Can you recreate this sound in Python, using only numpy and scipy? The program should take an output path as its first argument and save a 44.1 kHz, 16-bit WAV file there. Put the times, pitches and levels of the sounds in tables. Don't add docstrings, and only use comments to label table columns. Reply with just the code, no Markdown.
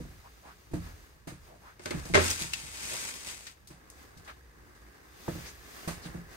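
import sys
import numpy as np
from scipy import signal
from scipy.fft import rfft, irfft, next_fast_len
from scipy.io import wavfile
from scipy.ndimage import map_coordinates

SR = 44100
rng = np.random.default_rng(int(sys.argv[2]) if len(sys.argv) > 2 else 0)


def digitize_waveform(pressure):
    field = np.atleast_2d(pressure).T
    bounded = np.clip(field, -1, 1)
    quanta = np.round(bounded * 32767).astype(np.int16)
    wavfile.write(sys.argv[1], SR, quanta)


N = 280467
N_FFT, N_TAIL = next_fast_len(N), SR // 2
TIME_S = np.arange(N) / SR

# frequency in Hz, t60 in seconds.
ROOM_DECAY = [(60, 1), (200, 0.38), (700, 0.25), (2500, 0.36), (8000, 0.26), (15000, 0.043)]
# frequency in Hz, left-right correlation.
COHERENCE = [(60, 0.88), (220, 0.94), (500, 0.17), (1000, 0.58), (2000, 0.028), (5000, 0.031), (14000, 0.6)]
# frequency in Hz, spectral density in dB.
AIR_SPECTRUM = [(25, -21), (42, -7), (56, 8), (85, -5.5), (140, -9), (300, -23.5), (700, -24.5),
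                (1700, -32), (4000, -40), (15000, -54)]
COIL_SPECTRUM = [(900, -24), (1350, -16), (1600, 0), (2000, -1), (2500, -19), (4000, -27)]
DENIM_SPECTRUM = [(120, -3.5), (220, 0), (330, 7), (520, -5.5), (1050, -3), (1500, -0.5), (1950, -5.5),
                  (2400, -9), (3200, -16.5), (6000, -18.5)]
NYLON_SPECTRUM = [(1200, -30), (2200, 2.5), (3200, 3.5), (5000, 1), (8500, -3.5), (11000, 1.5), (13000, 0),
                  (15000, -3)]
THUD_SPECTRUM = [(40, 6.5), (130, 2.5), (330, -3.5), (600, -12), (1000, -9.5), (2000, -10), (6000, -65)]
SCUFF_SPECTRUM = [(200, -26), (600, 3), (1800, 0.5), (3200, -5.5), (6000, -6), (9500, -5.5), (15000, -12)]
DRAG_SPECTRUM = [(120, -3.5), (250, -10.5), (400, -6), (700, -7.5), (1000, -3), (1600, -4), (2400, -1.5),
                 (3300, -4), (6400, -3), (7600, -2), (8250, -3.5), (10300, -5), (13500, -11),
                 (16000, -16.5)]
CLATTER_SPECTRUM = [(60, -5), (200, -9), (400, 1.5), (750, -5.5), (1100, -4.5), (1800, -1), (2700, -5.5),
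                    (5000, -8), (9000, -8), (15000, -17)]
# middle and half-length in seconds, denim and nylon levels in dB.
BODY_MOVES = [(0.02, 0.39, -59.5, -60.5), (0.526, 0.35, -66, -63), (0.864, 0.073, -52.5, -55.5),
              (1.002, 0.16, -59, -61), (1.462, 0.064, -62, -60.5), (1.663, 0.085, -62.5, -63.5),
              (1.968, 0.1, -47, -60), (3.253, 0.24, -60.5, -58), (3.86, 0.11, -59, -78),
              (4.012, 0.066, -55, -58), (4.201, 0.26, -57.5, -67), (4.655, 0.13, -61.5, -78),
              (4.95, 0.38, -58.5, -68.5), (5.369, 0.17, -49.5, -48), (5.8, 0.19, -49.5, -50),
              (6.095, 0.17, -50, -64), (6.35, 0.068, -50.5, -55.5)]
# middle and half-length in seconds, level in dB, centre in Hz,
# glide in octaves per half-length.
SWEEPS = [(0.264, 0.045, -54, 945, 0.3), (0.485, 0.083, -51, 1100, 0.69), (1.521, 0.091, -55, 677, -0.27),
          (1.679, 0.09, -53, 1240, 0.79), (2.939, 0.033, -47, 580, 0), (4.296, 0.043, -45, 1470, 0.0083),
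          (5.48, 0.055, -47.5, 5800, 0.36), (5.472, 0.065, -51, 2100, -0.043),
          (6.051, 0.045, -48.5, 4000, -0.64), (6.329, 0.027, -61, 4500, -0.37)]
# start in seconds, heel level in dB, contact cut-off in Hz,
# scuff level in dB, toe delay in seconds.
FOOTFALLS = [(0.001, -29.5, 290, -56, 0.05), (0.451, -48, 1100, -63, 0.028),
             (0.711, -40.5, 500, -59, 0.025), (0.734, -19, 427, -47, 0.033),
             (1.271, -29.5, 347, -44, 0.043), (1.548, -49.5, 400, -65, 0.024),
             (1.941, -21.5, 207, -59, 0.032), (2.052, -31.5, 350, -46.5, 0.045),
             (2.098, -24, 230, -59, 0.03), (2.411, -29.5, 187, -48.5, 0.029), (2.629, -34, 124, -58, 0.026),
             (3.702, -42, 480, -53, 0.0303), (4.162, -35, 91, -66, 0.017), (5.28, -23.5, 1800, -50, 0.071),
             (5.875, -26, 900, -36, 0.025), (6.053, -35.5, 616, -48, 0.037),
             (6.145, -28.5, 346, -59, 0.034)]
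# frequency in Hz, level in dB, t60 in seconds.
BOARD_RING = [(68.2, -15, 0.45), (84.3, -18.5, 0.72), (136, -7, 0.27), (171, -4.5, 0.26), (243, -8.5, 0.13),
              (303.7, -5, 0.17), (346, -2, 0.095), (484, -4.5, 0.091), (585, -11.5, 0.21),
              (672, -6.5, 0.11), (900, 2.5, 0.018)]
OBJECT_RING = [(85.1, -9, 0.47), (165.2, -14.5, 0.41), (240, -14, 0.45), (357, -3.5, 0.19), (403, 1, 0.076),
               (466, -18, 0.14), (565, -5.5, 0.1), (613, -7, .15), (835, -9.5, 0.17), (960, -46.5, 0.18),
               (1068, -7, 0.15), (1110, -39, 0.13), (1316, -17, 0.38), (1535, -15, 0.13), (1440, -46, .25),
               (1525, -9, 0.29), (1880, -41, 0.244), (1800, -5, 0.065), (1840, -30, 0.054),
               (2118, 5, 0.058), (2380, -23, 0.14)]
# middle and half-length in seconds, rubbing level in dB.
CABLE_TUGS = [(2.275, 0.076, -30.5), (2.417, 0.051, -35.5), (2.554, 0.14, -44.5), (2.954, 0.22, -37),
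              (3.297, 0.064, -42.5)]
# start in seconds, level in dB, centre in Hz, t60 in seconds.
PART_TAPS = [(1.794, -53.5, 2600, 0.051), (1.858, -33, 3030, 0.041), (1.9067, -34.5, 2840, 0.061),
             (1.995, -46.5, 3020, 0.043), (2.054, -44, 4930, 0.047), (2.089, -45, 5000, 0.028),
             (2.304, -25.5, 6100, 0.028), (2.312, -23.5, 5480, 0.015), (2.4215, -29, 4280, 0.028),
             (2.5352, -25, 2824, 0.043), (3.285, -37, 3120, .08), (3.468, -38, 2330, 0.09),
             (3.673, -48.5, 5400, 0.15), (3.901, -39, 6900, 0.013), (4.174, -53, 4500, 0.14),
             (4.247, -56, 4000, 0.23), (4.277, -46.5, 1260, 0.24), (4.75, -63, 4200, 0.31)]
# start in seconds, level in dB, contact cut-off in Hz.
OBJECT_BLOWS = [(1.795, -38.5, 1290), (1.857, -26, 1790), (1.908, -23.5, 1480), (2.1379, -19, 3000),
                (2.1445, -11.5, 3490), (2.1492, -17.5, 4900), (2.153, -11, 3420), (2.165, -14.5, 1510),
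                (2.175, -9.5, 800), (2.209, -29, 2000), (2.916, -34.5, 700)]
# frequency in Hz, left minus right in dB.
PILE_BALANCE = [(50, -2), (130, -4), (280, -5), (500, -5), (950, -1), (2000, 2.5), (4300, 3.5), (8000, 2),
                (12000, 0)]
# centre in Hz, width in Hz, gain in dB.
LEFT_PORT_EQ = [(3100, 500, -2), (5100, 500, 2.5), (5600, 400, -6), (6600, 600, 2), (7400, 400, -6),
                (8000, 500, 3), (9800, 1300, -5)]
RIGHT_PORT_EQ = [(3300, 900, -3), (5550, 500, -8), (6500, 500, 2), (7400, 600, -9), (8400, 900, 4),
                 (10700, 900, -2)]
EDGES_HZ = np.geomspace(30, 18000, 10)
ROOM_BANDS = [(np.sqrt(low * high), signal.butter(2, [low, high], "band", fs=SR, output="sos"))
              for low, high in zip(EDGES_HZ, EDGES_HZ[1:])]


def from_db(db):
    return 10 ** (np.asarray(db) / 20)


def unit_rms(x):
    return x / np.sqrt(np.mean(x ** 2) + 1e-20)


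def at_hz(curve, hz):
    curve_hz, values = np.array(curve).T
    return np.interp(np.log(hz), np.log(curve_hz), values)


def bins_hz(size):
    return np.maximum(np.fft.rfftfreq(size, 1 / SR), 1)


def add(track, start_s, sound):
    start = max(0, round(start_s * SR))
    track[:, start:start + sound.shape[1]] += sound[:, :N - start]


def low_pass(x, cutoff_hz, order=2):
    return signal.sosfilt(signal.butter(order, min(cutoff_hz, 0.45 * SR), fs=SR, output="sos"), x)


def resonate(x, resonances):
    for hz, width_hz, db in resonances:
        x = x + (from_db(db) - 1) * signal.lfilter(*signal.iirpeak(hz, hz / width_hz, fs=SR), x)
    return x


def from_right(x, turn_hz):
    pole = np.exp(-2 * np.pi * turn_hz / SR)
    return np.array([signal.lfilter([-pole, 1], [1, -pole], x[0] + 1e-18), x[1]])


def decay(t60_s):
    return np.exp(-np.log(1000) * TIME_S[:N_TAIL] / t60_s)


def rub_level(base_db, moves, abruptness=3.1):
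    power = from_db(base_db) ** 2
    for middle_s, half_s, db in moves:
        bell = (1 + ((TIME_S - middle_s) / half_s) ** 2 / abruptness) ** -abruptness
        power = power + (from_db(db) * bell) ** 2
    return np.sqrt(power)


def noise(spectrum, size=N_TAIL):
    hz = bins_hz(size)
    mid, side = rfft(rng.standard_normal((2, size)))
    coherence = np.clip(at_hz(COHERENCE, hz), 0, 1)
    pair = np.sqrt(1 + coherence) * mid + np.sqrt(1 - coherence) * side * [[1], [-1]]
    rumble_cut = hz ** 2 / (hz ** 2 + (spectrum[0][0] / 2) ** 2)
    return unit_rms(irfft(pair * from_db(at_hz(spectrum, hz)) * rumble_cut, size))


def burst(spectrum, t60_s, room_db):
    sources = noise(spectrum), noise(spectrum)
    tail = sum(signal.sosfilt(sos, sources[k % 2]) * decay(at_hz(ROOM_DECAY, hz))
               for k, (hz, sos) in enumerate(ROOM_BANDS))
    return noise(spectrum) * decay(t60_s) + from_db(room_db) * tail


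def struck(modes, vary_db):
    out = np.zeros((2, N_TAIL))
    for k, (hz, db, t60_s) in enumerate(modes):
        skew_rad = rng.normal() * np.sqrt(np.clip(1 - at_hz(COHERENCE, hz), 0, 1))
        phase_rad = 2 * np.pi * hz * TIME_S[:N_TAIL] + [[skew_rad], [-skew_rad]]
        strength = (-1) ** k * from_db(db + vary_db * rng.normal())
        out += strength * decay(t60_s) * np.sin(phase_rad)
    return out / 2


def friction(spectrum, slips_per_s, spread_db, t60_s, room_db):
    slips = (rng.random(N) < slips_per_s / SR) * rng.choice([-1, 1], N)
    slips = slips * from_db(spread_db * np.minimum(rng.exponential(1, N), 4))
    spot = rng.integers(0, 4, N)
    rubbing = sum(signal.oaconvolve((slips * (spot == k))[None], burst(spectrum, t60_s, room_db), axes=1)
                  for k in np.unique(spot))
    return unit_rms(rubbing[:, :N])


def room_air():
    return from_db(-59) * noise(AIR_SPECTRUM, N_FFT)[:, :N]


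def coil(pick_up_s=4.34, grip_s=0.085, start_db=-71.5, approach_db_per_s=4):
    held_s = np.maximum(TIME_S - pick_up_s, 0)
    level = np.minimum(held_s / grip_s, 1) * from_db(start_db + approach_db_per_s * held_s)
    return level * noise(COIL_SPECTRUM, N_FFT)[:, :N]


def clothes(denim_rest_db=-65.5, nylon_rest_db=-69):
    denim_level = rub_level(denim_rest_db, [(s, half_s, db) for s, half_s, db, _ in BODY_MOVES])
    nylon_level = rub_level(nylon_rest_db, [(s, half_s, db) for s, half_s, _, db in BODY_MOVES])
    denim = friction(DENIM_SPECTRUM, slips_per_s=4500, spread_db=4, t60_s=0.02, room_db=-17)
    denim = unit_rms(resonate(denim, [(760, 90, 4), (1700, 260, 2)]))
    nylon = friction(NYLON_SPECTRUM, slips_per_s=9000, spread_db=0.5, t60_s=0.0025, room_db=-23.5)
    return from_right(denim_level * denim + nylon_level * nylon, turn_hz=800)


def swishes():
    out = np.zeros((2, N))
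    for middle_s, half_s, db, hz, glide_oct in SWEEPS:
        spectrum = [(hz / 5, -15), (hz / 1.6, -7), (hz, 0),
                    (hz * 1.33, -8), (hz * 1.9, -14), (hz * 8, -34)]
        stroke = np.linspace(-1, 1, round(2 * half_s * SR))
        travel = np.cumsum(2 ** (glide_oct * stroke))
        hiss = np.array([map_coordinates(side, [travel], order=3, mode="wrap")
                         for side in noise(spectrum)])
        add(out, middle_s - half_s, from_db(db) * hiss * np.cos(stroke * np.pi / 2) ** 2)
    return from_right(out, turn_hz=900)


def boards(contact_hz):
    thud = from_db(-11) * burst(THUD_SPECTRUM, t60_s=0.07, room_db=-6)
    return low_pass(struck(BOARD_RING, vary_db=2.5) + thud, contact_hz)


def footsteps(toe_loss_db=6, toe_max_hz=264, firm_roll_s=0.04, roll_db_per_s=96):
    out = np.zeros((2, N))
    for start_s, heel_db, contact_hz, scuff_db, roll_s in FOOTFALLS:
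        scuff = burst(SCUFF_SPECTRUM, t60_s=0.32, room_db=0) * (1 - decay(0.023))
        add(out, start_s, from_db(heel_db) * boards(contact_hz) + from_db(scuff_db) * scuff)
        toe_db = heel_db - toe_loss_db + roll_db_per_s * (roll_s - firm_roll_s)
        add(out, start_s + roll_s, from_db(toe_db) * boards(min(contact_hz, toe_max_hz)))
    return from_right(out, turn_hz=1100) * from_db([[-0.8], [0.8]])


def cable_drag(start_s=1.785, stop_s=3.56, fade_s=0.077, slide_db=-52):
    moving = np.clip(np.minimum(TIME_S - start_s, stop_s - TIME_S) / fade_s, 0, 1)
    slips = friction(DRAG_SPECTRUM, slips_per_s=5000, spread_db=3, t60_s=0.024, room_db=-17.5)
    snags = friction(DRAG_SPECTRUM, slips_per_s=130, spread_db=3, t60_s=0.008, room_db=-22)
    return moving * rub_level(slide_db, CABLE_TUGS) * (slips + snags / 2)


def taps(ringing_tap_db=-27):
    out = np.zeros((2, N))
    for start_s, db, hz, t60_s in PART_TAPS:
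        spectrum = [(hz / 12, -18), (hz / 2.6, -12), (hz / 1.1, -1),
                    (hz * 1.7, -3), (hz * 2.8, -7), (hz * 5, -19)]
        modes = [(hz * 0.94, 3, t60_s), (hz * 1.01, 3, t60_s)]
        ring = from_db(db - ringing_tap_db) * struck(modes, vary_db=1)
        crack = burst(spectrum, t60_s, room_db=-14)
        add(out, start_s, from_db(db) * (crack + ring))
    return out


def clunks():
    out = np.zeros((2, N))
    for start_s, db, contact_hz in OBJECT_BLOWS:
        ring = from_db(-4.5) * struck(OBJECT_RING, vary_db=1.5)
        clatter = from_db(-3.5) * burst(CLATTER_SPECTRUM, t60_s=0.029, room_db=-5.5)
        blow = low_pass(ring, contact_hz) + low_pass(clatter, contact_hz, order=1)
        add(out, start_s, from_db(db) * blow)
    return out


def gear_pile():
    pile = from_right(clunks() + taps() + cable_drag(), turn_hz=404)
    lean_db = at_hz(PILE_BALANCE, bins_hz(N_FFT))
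    return irfft(rfft(pile, N_FFT) * from_db([lean_db / 2, -lean_db / 2]), N_FFT)[:, :N]


def scene():
    return gear_pile() + room_air() + footsteps() + swishes() + clothes() + coil()


def record(dry, narrow_above_hz=10900, cutoff_hz=15750):
    left, right = resonate(dry[0], LEFT_PORT_EQ), resonate(dry[1], RIGHT_PORT_EQ)
    mid, side = (left + right) / 2, (left - right) / 2
    low_side = np.convolve(side, signal.firwin(31, narrow_above_hz, fs=SR), "same")
    side = 0.14 * side + 0.86 * low_side
    top_cut = signal.ellip(12, 0.1, 90, cutoff_hz, fs=SR, output="sos")
    return signal.sosfilt(top_cut, [mid + side, mid - side])


dry = scene()
out = record(dry)
digitize_waveform(out)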